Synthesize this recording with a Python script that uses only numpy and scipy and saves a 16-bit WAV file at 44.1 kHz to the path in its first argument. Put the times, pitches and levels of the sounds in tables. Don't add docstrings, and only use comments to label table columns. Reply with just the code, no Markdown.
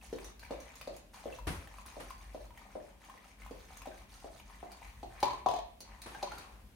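import sys
import numpy as np
from scipy import signal
from scipy.fft import rfft, irfft, next_fast_len
from scipy.io import wavfile

SR = 44100
rng = np.random.default_rng(int(sys.argv[2]) if len(sys.argv) > 2 else 0)


def materialize(psi):
    bounded = np.clip(np.atleast_2d(psi).T, -1, 1)
    quanta = np.round(bounded * 32767).astype(np.int16)
    wavfile.write(sys.argv[1], SR, quanta)


N = 297675

# t/s, level/dB
RUMBLE_SWELLS = [(0.0, -61), (0.11, -55.5), (1.16, -60.5), (1.56, -47), (1.69, -59.5), (2.56, -54.5),
                 (2.61, -60), (3.35, -65), (3.46, -54.5), (4.72, -61.5), (4.89, -52), (5.83, -60.5),
                 (6.67, -54.5), (6.75, -59)]
# f/Hz, level/dB
RUMBLE_TONE = [(20, -49), (33, -36), (42, 0.5), (51, 4), (62, -3.5), (80, -13), (130, -17), (300, -47.5)]
HISS_TONE = [(65, -30), (110, -7), (238, -7), (332, -11), (717, -12.5), (1400, -20), (2400, -19),
             (5000, -27), (9000, -26), (13000, -30), (16000, -39)]
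DRONE_TONE = [(140, -39.5), (185, -28.5), (203, -18), (220, -28.5), (280, -30.5), (900, -91)]
SQUELCH_TONE = [(300, -22), (700, -1.5), (1050, -2), (1400, -11.5), (2400, -4), (3300, -10.5), (5000, -21),
                (9000, -17.5)]
FIZZ_TONE = [(1500, 4), (3200, 0), (4300, 1), (5200, -2.5), (6300, 4.5), (7500, -2.5), (9000, 5),
             (12000, -2), (15500, -1.5)]
THUD_TONE = [(25, -28), (55, -2), (75, 19), (110, 6), (170, 5.5), (260, -24), (600, -30), (2000, -73)]
SCUFF_TONE = [(100, 1), (300, 6.5), (600, 2), (1200, 1), (2500, -6), (5000, -13.5), (7500, -16),
              (9500, -10.5), (15000, -27.5)]
CRACK_TONE = [(1000, 0), (2300, 5), (3200, 5), (4500, 9.5), (5300, -1.5), (6200, 6), (7500, -3.5),
              (9500, -3.5), (15000, -12)]

# t/s, lead-in/s, follow-through/s, pop level/dB, pop f/Hz, relative tick level/dB, squelch/dB, fizz/dB
LICKS = [(0.128, 0.12, 0.19, -29, 392, -18, -67, -64), (0.508, 0.097, 0.27, -27, 508, -19, -61, -69.5),
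         (0.874, 0.12, 0.13, -31, 572, -17, -70, -69), (1.257, 0.13, 0.15, -28, 530, -35, -62.5, -64),
         (1.62, 0.13, 0.22, -51.5, 550, -20, -64.5, -68.5),
         (1.967, 0.11, 0.21, -36.5, 580, -31, -65, -66.5),
         (2.346, 0.17, 0.14, -33.5, 586, -22, -68.5, -69.5), (2.754, 0.22, 0.19, -31, 569, -34, -69, -72.5),
         (3.149, 0.15, 0.2, -52, 556, -20, -66, -70.5), (3.51, 0.13, 0.19, -36, 456, -16.5, -66, -69.5),
         (3.871, 0.19, 0.18, -35, 594, -17.5, -64.5, -67.5),
         (4.243, 0.16, 0.19, -36.5, 650, -24, -68.5, -66.5),
         (4.628, 0.18, 0.18, -36, 718, -30, -66.5, -70.5),
         (5.03, 0.25, 0.12, -35.5, 712, -15.5, -70, -73.5)]
# from, to, extra squelch/dB, extra fizz/dB
STROKE = [(-1, -0.35, 1, 1.5), (-0.42, 0.3, -2, -1.5), (0.25, 0.99, -1.5, 0)]
# t/s, length/s, squelch/dB, fizz/dB
SHOVES = [(4.81, 0.069, -64, -70), (5.11, 0.31, -59, -68.5), (5.83, 0.18, -63.5, -74),
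          (5.99, 0.48, -63.5, -67), (6.37, 0.25, -71.5, -79)]
# t/s, level/dB, f/Hz, t60/s (the time a sound takes
# to fade by 60 dB)
SMACKS_AND_KNOCKS = [(0.185, -38.5, 1050, 0.0068), (0.4484, -46, 2250, 0.013), (0.8124, -34.5, 1180, 0.0048),
                     (1.3249, -46, 2640, 0.031), (1.3865, -41.5, 950, 0.029), (1.6731, -40, 1760, 0.0093),
                     (1.7837, -41.5, 1130, 0.016), (1.8558, -47, 1050, 0.02), (2.1054, -38, 1060, 0.027),
                     (2.5057, -49, 960, 0.038), (2.575, -41, 1880, 0.012), (3.0972, -41.5, 1047, 0.024),
                     (3.4191, -47, 2130, 0.027), (3.4624, -41, 1010, 0.012), (3.8187, -38, 1064, 0.0085),
                     (3.857, -40, 766, 0.035), (4.3984, -40, 2310, 0.0073), (6.1484, -42, 1590, 0.027)]
# t/s, level/dB, f/Hz
TICKS = [(0.2447, -40.5, 5840), (0.3944, -43.5, 4540), (0.6023, -44.5, 5930), (0.7547, -44, 6600),
         (0.8126, -42.5, 4470), (0.9649, -42, 6400), (1.8617, -39.5, 10050), (2.1008, -45.5, 4650),
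         (3.7718, -41, 6300), (4.7176, -42.5, 4400), (5.2031, -39.5, 4155), (5.8052, -38.5, 4485),
         (6.0181, -38, 3950), (6.3823, -40, 4380)]
# t/s, thud/dB, scuff/dB, scuff t60/s
STEPS = [(1.469, -39, -45, 0.42), (1.998, -71, -54.5, 0.35), (6.058, -71, -57, 0.67),
         (6.331, -64, -62.5, 1)]
# t/s, level/dB, f/Hz, relative crack level/dB,
# pan left/dB, t60/s, rocking time/s, bounce gap/s, relative first bounce level/dB, bounce f/Hz
KNOCKS = [(5.228, -12.5, 846, -11.5, 0, 0.02, 0.115, 0.026, -11.5, 980),
          (5.461, -11.5, 746, -24, 2, 0.031, 0.13, 0.0252, -9.5, 738),
          (6.147, -35.5, 845, -10, -1, 0.018, 0, 0.03, -15, 960),
          (6.227, -25, 799, -5, 1, 0.032, 0.06, 0.044, -10.5, 1020),
          (6.232, -29, 597, -13, -1, 0.054, 0, 0.03, -15, 950),
          (6.318, -33, 1393, -4.5, -1, 0.032, 0.08, 0.057, -12.5, 1370)]
# f/Hz, level/dB, t60/s
WALL_NOTES = [(123, -20.5, .15), (318, -11.5, 0.037), (362, -5.5, 0.058), (430, -26, 0.28),
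              (582, -5.5, 0.054), (684, -6.5, 0.095), (857, 2, 0.045), (987, -11.5, 0.16),
              (1107, -4.5, 0.067), (3650, -39, 0.22)]

# f/Hz, likeness (1 = the same)
LIKENESS = [(50, 1), (130, 0.52), (300, 0.73), (1000, 0.13), (4000, 0.13), (12000, 1)]
# left delay/s, left gain, right delay/s, right gain
ECHOES = [(.0039, 0.77, 0.0045, 0.27), (0.0113, 0.25, 0.0049, 0.41), (0.0156, 0.46, 0.015, 0.25)]
# f/Hz, t60/s
ROOM_RING = [(100, 0.39), (700, 0.45), (3000, 0.49), (12000, 0.13)]
# f/Hz, level/dB
MIC_WIDTH = [(150, -5), (900, 0.5), (10000, 3.5)]
LEFT_MIC_TONE = [(5500, 1.5), (7700, -5.5), (10500, -1.5)]


def amp(db):
    return 10 ** (np.asarray(db) / 20)


def fade(t, t60):
    return np.exp(-np.log(1000) * t / np.maximum(t60, 1e-4))


def rise(t, attack):
    return 1 - np.exp(-t / attack)


def along(points, hz):
    f, values = np.transpose(points)
    return np.interp(np.log(hz + 1), np.log(f + 1), values)


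def filtered(x, response):
    n = x.shape[-1]
    padded = next_fast_len(n + 8192)
    return irfft(rfft(x, padded) * response(np.fft.rfftfreq(padded, 1 / SR)), padded)[..., :n]


def coloured(x, tone):
    shaped = filtered(x, lambda hz: amp(along(tone, hz)))
    return shaped / np.sqrt(np.mean(shaped ** 2) + 1e-20)


def stereo_noise(tone, n):
    def shares(hz):
        angle = np.arccos(np.clip(along(LIKENESS, hz), -1, 1)) / 2
        return np.array([np.cos(angle), np.sin(angle)])
    mid, side = filtered(rng.standard_normal((2, n)), shares)
    return coloured(np.array([mid + side, mid - side]), tone)


def add(track, s, sound):
    part = track[..., max(round(s * SR), 0):][..., :sound.shape[-1]]
    part += sound[..., :part.shape[-1]]


def panned(x, pan_db):
    return x * amp([[pan_db / 2], [-pan_db / 2]])


def room(x, echo, wet_db):
    hz, t, noise = signal.stft(rng.standard_normal((2, SR // 3)), SR, nperseg=256)
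    fading = noise * rise(t, 0.00043) * fade(t, along(ROOM_RING, hz)[:, None])
    tail = signal.istft(fading, SR, nperseg=256)[1]
    response = amp(wet_db) * tail / np.linalg.norm(tail[0])
    response[:, 0] += 1
    for left_s, left, right_s, right in ECHOES:
        response[0, round(left_s * SR)] += echo * left
        response[1, round(right_s * SR)] += echo * right
    return signal.fftconvolve(x[None], response, axes=1)


def background():
    swell_db = np.interp(np.arange(N) / SR, *np.transpose(RUMBLE_SWELLS))
    drone = amp(-70) * stereo_noise(DRONE_TONE, N)
    hiss = amp(-67.2) * stereo_noise(HISS_TONE, N)
    rumble = amp(swell_db + 1) * stereo_noise(RUMBLE_TONE, N)
    return rumble + drone + hiss


def stroke_parts():
    rows = []
    for s, lead, follow, *_, squelch_db, fizz_db in LICKS:
        for begin, end, extra_squelch_db, extra_fizz_db in STROKE:
            start, stop = np.interp([begin, end], [-1, 0, 1], [s - lead, s, s + follow])
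            rows.append((start, stop - start, squelch_db + extra_squelch_db, fizz_db + extra_fizz_db))
    return rows


def bubbles(per_second, hz, spread, cycles, scatter_db):
    count = int(per_second * N / SR)
    when, size = rng.random((2, count))
    pitch = np.clip(hz * np.exp(spread * rng.standard_normal((count, 1))), 200, SR / 2.5)
    age = np.arange(160)
    loudness = amp(scatter_db * np.minimum(-np.log(1 - size), 4))
    rings = loudness[:, None] * np.sin(2 * np.pi * pitch * age / SR) * fade(age / SR, cycles / pitch)
    positions = (when * N).astype(int)[:, None] + age
    return np.bincount(positions.ravel(), rings.ravel())[:N]


def tongue():
    t = np.arange(N) / SR
    squelch_level, fizz_level = np.zeros((2, N))
    for start, length, squelch_db, fizz_db in stroke_parts() + list(SHOVES):
        progress = np.clip((t - start) / length, 0, 1)
        pressure = np.sqrt(np.abs(np.sin(np.pi * progress)))
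        squelch_level += amp(squelch_db) * pressure
        fizz_level += amp(fizz_db) * pressure
    yogurt = bubbles(per_second=1000, hz=1843, spread=0.43, cycles=11.7, scatter_db=5)
    froth = bubbles(per_second=1900, hz=8310, spread=0.524, cycles=27, scatter_db=3)
    squelch = room(amp(2) * squelch_level * coloured(yogurt, SQUELCH_TONE), echo=0.44, wet_db=-2)
    fizz = room(amp(1.7) * fizz_level * coloured(froth, FIZZ_TONE), echo=0.4, wet_db=-4)
    return (panned(squelch, pan_db=1.9) + panned(fizz, pan_db=-2.5))[:, :N]


def faint_event(start, length, db, hz):
    return start + length * rng.random(), db + 2 * rng.normal(), hz * np.exp(0.305 * rng.normal())


def ring(t, hz, t60, attack, fall):
    pitch_hz = hz * (1 + fall * np.exp(-t / 0.00048))
    return np.sin(2 * np.pi * np.cumsum(pitch_hz) / SR) * fade(t, t60) * rise(t, attack)


def burst(t, tone, t60):
    return coloured(rng.standard_normal(len(t)), tone) * fade(t, t60) * rise(t, 0.00087)


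def smacks_and_taps():
    out, t = np.zeros((2, N)), np.arange(SR // 12) / SR
    faint_t60 = 0.019
    faint = [(*faint_event(start, length, squelch_db + 12, hz=1500), faint_t60)
             for start, length, squelch_db, _ in stroke_parts()]
    for s, db, hz, t60 in list(SMACKS_AND_KNOCKS) + faint:
        chirp = ring(t, hz, t60, attack=0.00076, fall=0.29)
        spray = amp(-9.5) * burst(t, SQUELCH_TONE, t60=0.023)
        add(out, s, amp(db + 3) * room(chirp + spray, echo=0.7, wet_db=-4))
    return out


def saliva_ticks():
    out, t = np.zeros((2, N)), np.arange(SR // 20) / SR
    faint = [faint_event(start, length, fizz_db + 13.5, hz=5870)
             for start, length, _, fizz_db in stroke_parts()]
    for s, db, hz in list(TICKS) + faint:
        snap = ring(t, hz, t60=0.004, attack=0.0005, fall=0.1)
        splash = amp(-7.5) * burst(t, FIZZ_TONE, t60=0.017)
        add(out, s, amp(db + 5.5) * room(snap + splash, echo=0.25, wet_db=3))
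    return out


def lick_pops():
    out, t = np.zeros((2, N)), np.arange(SR // 6) / SR
    for s, _, _, db, hz, tick_db, _, _ in LICKS:
        pop = ring(t, hz, t60=0.017, attack=0.0017, fall=0.55)
        push = amp(-4.5) * ring(t, hz=345, t60=0.016, attack=0.002, fall=0.1)
        tick = amp(tick_db - 4.5) * burst(t, CRACK_TONE, t60=0.014)
        lap = room(pop + push + tick, echo=1, wet_db=2.5)
        add(out, s, amp(db + 7) * panned(lap, pan_db=-1.5))
    return out


def steps():
    out, t = np.zeros((2, N)), np.arange(SR // 2) / SR
    for s, thud_db, scuff_db, t60 in STEPS:
        thud = amp(thud_db) * stereo_noise(THUD_TONE, len(t)) * fade(t, 0.59) * rise(t, 0.0049)
        scuff = amp(scuff_db + 9.5) * stereo_noise(SCUFF_TONE, len(t)) * fade(t, t60) * rise(t, 0.0019)
        add(out, s, thud + scuff)
    return out


def cup_hits():
    loss_db, bounce_crack_db, bounce_pan_db, bounce_t60 = 1.96, -11.5, -2, 0.046
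    for s, db, hz, crack_db, pan_db, t60, rocking_s, gap_s, bounce_db, bounce_hz in KNOCKS:
        yield s, db, hz, crack_db, pan_db, t60
        for k, delay in enumerate(np.arange(gap_s, rocking_s, gap_s)):
            note_hz = bounce_hz * (1 + 0.031 * rng.normal())
            level_db = db + bounce_db - k * loss_db
            yield s + delay, level_db, note_hz, bounce_crack_db, bounce_pan_db, bounce_t60


def cup_knocks():
    out, t = np.zeros((2, N)), np.arange(SR // 3) / SR
    for s, db, hz, crack_db, pan_db, t60 in list(cup_hits()):
        air = ring(t, hz, t60, attack=0.002, fall=0.29)
        wall = sum(amp(note_db + rng.normal(0, 4.3)) * ring(t, note_hz, note_t60, attack=0.0033, fall=0)
                   for note_hz, note_db, note_t60 in WALL_NOTES)
        snap = amp(crack_db - 4) * burst(t, CRACK_TONE, t60=0.021)
        body = room(air + amp(-11) * wall, echo=0.9, wet_db=-6)
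        crack = room(snap, echo=0.92, wet_db=-1)
        add(out, s, amp(db) * panned(body + crack, pan_db))
    return out


def scene():
    return lick_pops() + cup_knocks() + smacks_and_taps() + saliva_ticks() + tongue() + steps() + background()


def record(dry):
    bottom_hz, top_hz = 31, 15900
    mid = dry.mean(axis=0)
    side = filtered(dry[0] - mid, lambda hz: amp(along(MIC_WIDTH, hz)))
    left = filtered(mid + side, lambda hz: amp(along(LEFT_MIC_TONE, hz)))
    pair = np.array([left, mid - side])
    return filtered(pair, lambda hz: hz ** 6 / (hz ** 6 + bottom_hz ** 6) * (hz < top_hz))


dry = scene()
out = record(dry)
materialize(out)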